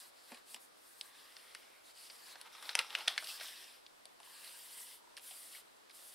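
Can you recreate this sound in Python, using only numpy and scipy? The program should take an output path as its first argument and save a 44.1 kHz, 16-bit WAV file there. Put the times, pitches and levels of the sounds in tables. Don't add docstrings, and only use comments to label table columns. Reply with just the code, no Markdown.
import sys
import numpy as np
from scipy import signal
from scipy.fft import rfft, irfft, next_fast_len
from scipy.io import wavfile

SR = 44100
rng = np.random.default_rng(int(sys.argv[2]) if len(sys.argv) > 2 else 0)


def int16_out(signal):
    q = np.round(np.clip(np.atleast_2d(signal).T, -1, 1) * 32767)
    wavfile.write(sys.argv[1], SR, q.astype(np.int16))


N = 270774

# f/Hz, relative density/dB per Hz
ROOM_DENSITY = [(25, -11), (120, -16.5), (260, -5), (600, -1.5), (1200, -1.5), (2500, -6.5), (6700, -3.5),
                (9000, -9), (15500, -21.5)]
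# f/Hz, side re mid/dB
ROOM_WIDTH = [(60, 9.5), (180, 4), (550, 7), (1650, 2.5), (4970, -2), (15000, 1)]
# f/Hz, side re mid/dB
PAPER_WIDTH = [(60, 1), (180, -8), (1650, -25), (4970, -15), (15000, -8.5)]
# start/s, length/s, rustle/dB, skin/dB, drag/dB, swell start to end/dB
SLIDES = [(-.06, 0.19, -60, -56, -71, -21), (0.112, 0.23, -63.5, -67, -77, 9),
          (0.257, 0.17, -64.5, -62, -63, -14), (0.435, 0.15, -60.5, -57, -72, 5),
          (0.579, 0.11, -89, -60, -80, -14), (0.727, 0.41, -74, -63, -77, 10),
          (0.99, 0.89, -70, -69, -67, 0), (1.105, 0.6, -64, -67, -86, -4),
          (1.813, 0.13, -60.5, -63, -69.5, 2), (1.916, 0.19, -56.5, -59.5, -73, 7.5),
          (2.047, 0.28, -60, -61, -69.5, 0), (2.223, 0.14, -57, -59, -64, 1),
          (2.267, 0.19, -65.5, -68, -64.5, 12), (2.433, 0.068, -58.5, -67, -57, -2),
          (2.466, 0.17, -60, -64.5, -61.5, 5), (2.574, 0.17, -55.5, -56, -55.5, 9),
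          (2.665, 0.57, -56.5, -64, -59, 4), (2.743, 0.094, -57, -55, -44.5, 8),
          (2.873, .18, -55, -61, -53.5, 7), (3.053, 0.11, -52, -57.5, -54, -13),
          (3.143, 0.27, -54, -52, -60.5, 6), (3.252, 0.094, -46, -52, -74, -3),
          (3.356, 0.1, -55, -57, -58, -3), (3.372, 0.46, -56.5, -58.5, -62.5, -18.5),
          (4.188, 0.33, -60.5, -56.5, -65, 9.5), (4.43, 0.6, -59.5, -54, -67.5, -3.5),
          (4.688, 0.17, -82, -53, -65, 6), (4.856, 0.09, -66, -57, -68.5, -1),
          (5.162, 0.039, -54, -56, -62, -8), (5.189, 0.43, -62.5, -53, -69, -4),
          (5.493, 0.14, -58, -54, -65, -5), (5.903, 0.29, -64.5, -55, -73.5, 1)]
# rustle, skin, drag; level/dB
RESTING_LEVELS = [
    [-78],
    [-79],
    [-87],
]
# f/Hz, relative density/dB per Hz
RUSTLE_DENSITY = [(1800, -38), (2500, 1.5), (3200, -1.5), (4300, 2), (5600, -0.5), (6700, -3.5),
                  (9000, -9.5)]
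# f/Hz, relative density/dB per Hz
SKIN_DENSITY = [(4500, -8), (6700, -1.5), (9000, 1), (11000, -2.5), (13000, -6.5), (15500, -13)]
# f/Hz, relative density/dB per Hz
DRAG_DENSITY = [(250, -15.5), (450, 1.5), (800, 1.5), (1050, 6), (1350, 2.5), (1900, 7), (3300, 2.5)]
# t/s, favoured rustle f/Hz, favoured drag f/Hz
HOLLOW = [(0, 4500, 1050), (.9, 4720, 1120), (1.2, 3300, 1110), (1.7, 3220, 1500), (2.1, 5400, 1290),
          (2.4, 3700, 885), (3.3, 3200, 780), (3.5, 3430, 1840), (4.3, 2970, 1110), (4.45, 2770, 1170),
          (4.6, 3140, 1960), (4.95, 3140, 1960), (5.45, 3120, 1260), (6.14, 3200, 1150)]
# t/s, panel peak level/dB, panel f/Hz, crack re panel/dB, desk knock re panel/dB
CRUMPLES = [(0.317, -41.5, 2550, -6, -13), (0.343, -44.5, 2630, -2, -12), (0.37, -46.5, 1090, -17, -17),
            (0.560, -44.5, 1180, -18, -22), (2.098, -39.5, 4370, -28, -21), (2.547, -43.5, 1230, -25, -30),
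            (3.241, -36, 4400, -3.5, -21), (3.407, -34, 1790, -20, -15), (4.443, -42, 2940, 2, -32),
            (5.308, -43, 2960, -1, -11.5), (5.547, -42.5, 2260, -16, -29), (5.907, -48, 4200, -5, -28)]
# t/s, panel peak level/dB, panel f/Hz, crack re panel/dB, desk knock re panel/dB
SNAPS = [(0.5443, -31.5, 2900, 0.5, -17), (1.0114, -25, 4530, -9, -36), (1.3663, -37, 4700, -34, -36),
         (1.3675, -42, 1700, -30, -26), (1.5485, -34, 5000, -3, -41), (1.5497, -35.5, 1890, -30, -35),
         (2.356, -39, 1720, -26, -12.5), (2.4132, -36.5, 4180, -1, -27), (2.6256, -35.5, 1230, -7, -34),
         (2.692, -23, 3900, -28, -25), (2.7525, -12, 5270, -8, -21.5), (2.7903, -14, 2570, -9.5, -46),
         (2.904, -34.5, 3080, -25, -27), (2.928, -40, 1500, -22, -15), (2.9506, -18.5, 2880, -44, -32),
         (2.988, -40, 4800, -3, -28), (3.0072, -34, 2840, -26, -15), (3.225, -42, 1540, -25, -5),
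         (3.076, -22, 2430, -29, -22.5), (3.0796, -12, 3260, -14.5, -27.5), (3.178, -20, 2150, -35, -28),
         (3.2716, -30, 4730, -24, -35), (3.289, -36, 3300, -20, -26), (3.398, -38, 3580, -18, -15),
         (3.8643, -39, 3800, -37, -30), (4.0546, -39, 4170, -2, -17), (4.2012, -46, 1120, -3, -9),
         (4.231, -44, 3320, -19, -16), (5.1678, -36.5, 4430, -7, -36), (5.175, -40.5, 2050, -4, -32),
         (5.195, -44.5, 3020, -4, -37), (5.181, -45.5, 1210, -16, -16), (5.896, -49.5, 4400, -3, -16),
         (5.900, -47, 2200, -15, -15), (5.991, -47.5, 1810, -20, -22), (6.024, -52, 1000, -20, -6)]
# t/s, level/dB
THUMPS = [(0.32, -53.5), (0.548, -67)]
# t/s, level/dB
MOTOR_LEVEL = [(4.35, -53), (4.38, -57), (4.8, -57), (4.95, -55), (5.25, -57)]

ROOM_NOISE_DB = -65
PAPER_LEFT_DB = 0.6
LIFTED_FROM_S, LIFTED_TO_S = 1.95, 3.2
SLIDE_ATTACK_S, SLIDE_RELEASE_S = 0.068, 0.029
RELEASE_PER_LENGTH = 0.12
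HOLLOW_DB, HOLLOW_OCTAVES, HOLLOW_OVERTONE = 9, .17, 1.58
ECHO_DB, RUBBING_ECHO_DB, ECHO_T60_S = -16, -13, 0.22
DESK_DAMPING, DESK_ECHO_DB = .7, -4
SNAP_RISE_S, CRUMPLE_RISE_S, CRUMPLE_STRETCH = .0003, 0.00223, 1.73
SNAP_T60_S, T60_PITCH_POWER = 0.036, -0.39
LIFTED_SHEET_LOW_HZ, FLAT_SHEET_LOW_HZ = 1660, 2520
CRINKLES, CRINKLE_DB, CRINKLE_SPREAD_DB = 24, -42, 4
UNFOLD_FROM_S, UNFOLD_S = 2.64, .86
THUMP_HZ, THUMP_RING_S = 242, 0.099
MOTOR_FROM_S, MOTOR_STEP_S = 4.274, 1 / 30
MOTOR_HZ, MOTOR_RING_S, WEAK_STEP_DB = 955, 0.026, -3.5
DIP_HZ, DIP_WIDTH_HZ, DIP_SHARE = 6310, 4150, 0.64
STOPBAND_HZ = 16100


def amp(db):
    return 10 ** (np.asarray(db) / 20)


def rms_one(x):
    return x / np.sqrt(np.mean(x ** 2) + 1e-20)


def at_hz(points, hz):
    table_hz, values = np.array(points).T
    return np.interp(np.log(hz), np.log(table_hz), values)


def in_time(rows):
    s, *columns = np.transpose(rows)
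    return [np.interp(np.arange(N) / SR, s, c) for c in columns]


def drift(rate_hz):
    step = 40
    r = np.exp(-2 * np.pi * rate_hz * step / SR)
    noise = rng.standard_normal(N // step + 2002)
    slow = signal.lfilter([1], [1, -2 * r, r * r], noise)[2000:]
    return np.interp(np.arange(N) / step, np.arange(len(slow)), rms_one(slow))


def resonate(x, hz, width_hz):
    r = np.exp(-np.pi * width_hz / SR)
    zeros = [(1 - r * r) / 2, 0, (r * r - 1) / 2]
    poles = [1, -2 * r * np.cos(2 * np.pi * hz / SR), r * r]
    return signal.lfilter(zeros, poles, x)


def resonate_twice(x, hz, width_hz):
    return resonate(resonate(x, hz, width_hz), hz, width_hz)


def soft_ring(clicks, hz, ring_s):
    ring = resonate_twice(clicks + 1e-18, hz, 4.4 / ring_s)
    return ring / np.abs(ring).max()


def stereo(mid, side, side_table):
    size = next_fast_len(N)
    hz = np.maximum(np.arange(size // 2 + 1) * SR / size, 1)
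    side = irfft(rfft(side, size) * amp(at_hz(side_table, hz)), size)[:N]
    return np.array([mid + side, mid - side])


def banded(pair, density, patchiness, flicker_hz, favoured_hz=None):
    out, power, together = 0, 0, drift(flicker_hz)
    low_hz, high_hz = density[0][0], density[-1][0]
    edges = low_hz * 2 ** np.arange(-.5, np.log2(high_hz / low_hz) + .4, .2)
    edges = np.minimum(edges, .45 * SR)
    for k, (low, high) in enumerate(zip(edges, edges[1:])):
        band_pass = signal.butter(2, [low, high], "band", fs=SR, output="sos")
        band = signal.sosfilt(band_pass, pair) * (-1) ** k
        hz = np.sqrt(low * high)
        db = at_hz(density, hz)
        if favoured_hz is not None:
            for lift_hz in (favoured_hz, HOLLOW_OVERTONE * favoured_hz):
                octaves = np.log2(hz / lift_hz)
                db = db + HOLLOW_DB * np.exp(-(octaves / HOLLOW_OCTAVES) ** 2)
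        power = power + amp(2 * db) * hz
        flicker_db = patchiness * (0.66 * together + 1.15 * drift(flicker_hz))
        out = out + band * amp(db + flicker_db)
    out = out / np.sqrt(power)
    return out / np.sqrt(np.mean(out[0] ** 2))


def room_noise():
    white = rng.standard_normal((2, N))
    room = banded(white, ROOM_DENSITY, patchiness=0.7, flicker_hz=4.0)
    return stereo(*(amp(ROOM_NOISE_DB) * room), ROOM_WIDTH)


def slide_levels():
    t, power = np.arange(N) / SR, amp(RESTING_LEVELS) ** 2
    for start, length, *levels_db, swell_db in SLIDES:
        since = t - start
        attack_s = min(SLIDE_ATTACK_S, length / 2)
        release_s = min(SLIDE_RELEASE_S + RELEASE_PER_LENGTH * length, length / 2)
        edge = np.clip(np.minimum(since / attack_s, (length - since) / release_s), 0, 1)
        swell = amp(swell_db * np.clip(since / length - .5, -.5, .5))
        shape = np.sin(np.pi / 2 * edge) ** 2 * swell
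        power = power + (amp(levels_db)[:, None] * shape) ** 2
    return 10 * np.log10(power)


def fibres(per_s, spread_db):
    sizes = amp(spread_db * np.minimum(rng.exponential(1, (2, N)), 3))
    slips = sizes * (rng.random((2, N)) < per_s / SR)
    return (1 + slips) * rng.standard_normal((2, N))


def rubbing():
    rustle_db, skin_db, drag_db = slide_levels()
    rustle_hz, drag_hz = in_time(HOLLOW)
    crinkles_per_s = 300 * amp(rustle_db + 64.5)
    sheet_slips = fibres(crinkles_per_s, spread_db=6.0)
    rustle = banded(sheet_slips, RUSTLE_DENSITY, patchiness=2.0, flicker_hz=28.0, favoured_hz=rustle_hz)
    skin = banded(rng.standard_normal((2, N)), SKIN_DENSITY, patchiness=1.3, flicker_hz=12.6)
    desk_slips = fibres(300, spread_db=4.0)
    drag = banded(desk_slips, DRAG_DENSITY, patchiness=1.57, flicker_hz=28.0, favoured_hz=drag_hz)
    return amp(rustle_db) * rustle + amp(skin_db) * skin + amp(drag_db) * drag


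def with_echoes(pops, rubs):
    t = np.arange(round(.2 * SR)) / SR
    decay = amp(-60 * t / ECHO_T60_S) * np.clip(t / 0.0054, 0, 1)
    tail = rng.standard_normal((2, len(t))) * decay
    tail = signal.lfilter([.6], [1, -.4], tail)
    tail = tail / np.sqrt(np.sum(tail ** 2, axis=1, keepdims=True))
    now = np.arange(N) / SR
    on_desk = (now < LIFTED_FROM_S) | (now > LIFTED_TO_S)
    sent = amp(ECHO_DB + DESK_ECHO_DB * on_desk) * pops[:1] + amp(RUBBING_ECHO_DB) * rubs[:1]
    return pops + rubs + signal.fftconvolve(sent, tail, axes=1)[:, :N]


def pop_parts(hz, rise, t, stretch, on_desk):
    t60 = SNAP_T60_S * (hz / 3000) ** T60_PITCH_POWER * stretch * DESK_DAMPING ** on_desk
    white = rise * rng.standard_normal((3, 2, len(t)))
    bursts = [w * amp(-60 * t / (t60 * longer)) for w, longer in zip(white, (1, .6, 1.6))]
    sheet_low_hz = min(0.74 * hz, FLAT_SHEET_LOW_HZ if on_desk else LIFTED_SHEET_LOW_HZ)
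    sheet_band = signal.butter(3, [sheet_low_hz, 6000], "band", fs=SR, output="sos")
    crack_band = signal.butter(4, [7400, 11000], "band", fs=SR, output="sos")
    knock_band = signal.butter(2, [550, 950], "band", fs=SR, output="sos")
    whole_sheet = signal.sosfilt(sheet_band, bursts[0])
    panel = resonate_twice(bursts[0], hz, 0.34 * hz) + 0.59 * whole_sheet
    return panel, signal.sosfilt(crack_band, bursts[1]), signal.sosfilt(knock_band, bursts[2])


def crumples_and_snaps():
    out, t = np.zeros((2, N + 4000)), np.arange(4000) / SR
    gentle = np.clip(t / CRUMPLE_RISE_S, 0, 1) ** 2
    sudden = np.clip(t / SNAP_RISE_S, 0, 1) * (1 + 2 * np.exp(-t / 0.0012))
    crinkles = [(UNFOLD_FROM_S + u * UNFOLD_S, CRINKLE_DB + CRINKLE_SPREAD_DB * (2 * v - 1),
                 1200 * 4 ** w, -15, -20)
                for u, v, w in rng.random((CRINKLES, 3))]
    rows = [(row, gentle, CRUMPLE_STRETCH) for row in CRUMPLES]
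    rows += [(row, sudden, 1) for row in [*SNAPS, *crinkles]]
    for (s, peak_db, hz, crack_db, knock_db), rise, stretch in rows:
        on_desk = not LIFTED_FROM_S < s < LIFTED_TO_S
        parts = pop_parts(hz, rise, t, stretch, on_desk)
        at = round(s * SR)
        for part, db in zip(parts, (0, crack_db, knock_db)):
            out[:, at:at + len(t)] += amp(peak_db + db) * part / np.abs(part[0]).max()
    return out[:, :N]


def thump():
    click, scuff, white = np.zeros(N), 0, rng.standard_normal(N)
    for s, db in THUMPS:
        since = np.arange(N) / SR - s
        click[round(s * SR)] = amp(db)
        fade_s = np.where(since < 0, .006, .02)
        scuff = scuff + amp(db) * white * np.exp(-np.abs(since) / fade_s)
    ring = click.max() * soft_ring(click, THUMP_HZ, THUMP_RING_S)
    scrape = resonate(resonate(scuff, 340, 520), 510, 800)
    return ring + 4.9 * scrape


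def motor(count=30):
    steps, clicks = np.arange(count), np.zeros(N)
    at = np.round((MOTOR_FROM_S + steps * MOTOR_STEP_S) * SR).astype(int)
    clicks[at] = amp(WEAK_STEP_DB * (steps % 2) + rng.normal(0, 1.5, count))
    return amp(*in_time(MOTOR_LEVEL)) * soft_ring(clicks, MOTOR_HZ, MOTOR_RING_S)


def scene():
    paper = stereo(*with_echoes(crumples_and_snaps(), rubbing()), PAPER_WIDTH)
    paper = paper * amp([[PAPER_LEFT_DB / 2], [-PAPER_LEFT_DB / 2]])
    return room_noise() + paper + thump() + motor() * amp([[-1.0], [1.0]])


def record(dry):
    heard = dry - DIP_SHARE * resonate(dry, DIP_HZ, DIP_WIDTH_HZ)
    top_cut = signal.cheby2(20, 60, STOPBAND_HZ, fs=SR, output="sos")
    return signal.sosfilt(top_cut, heard)


dry = scene()
out = record(dry)
int16_out(out)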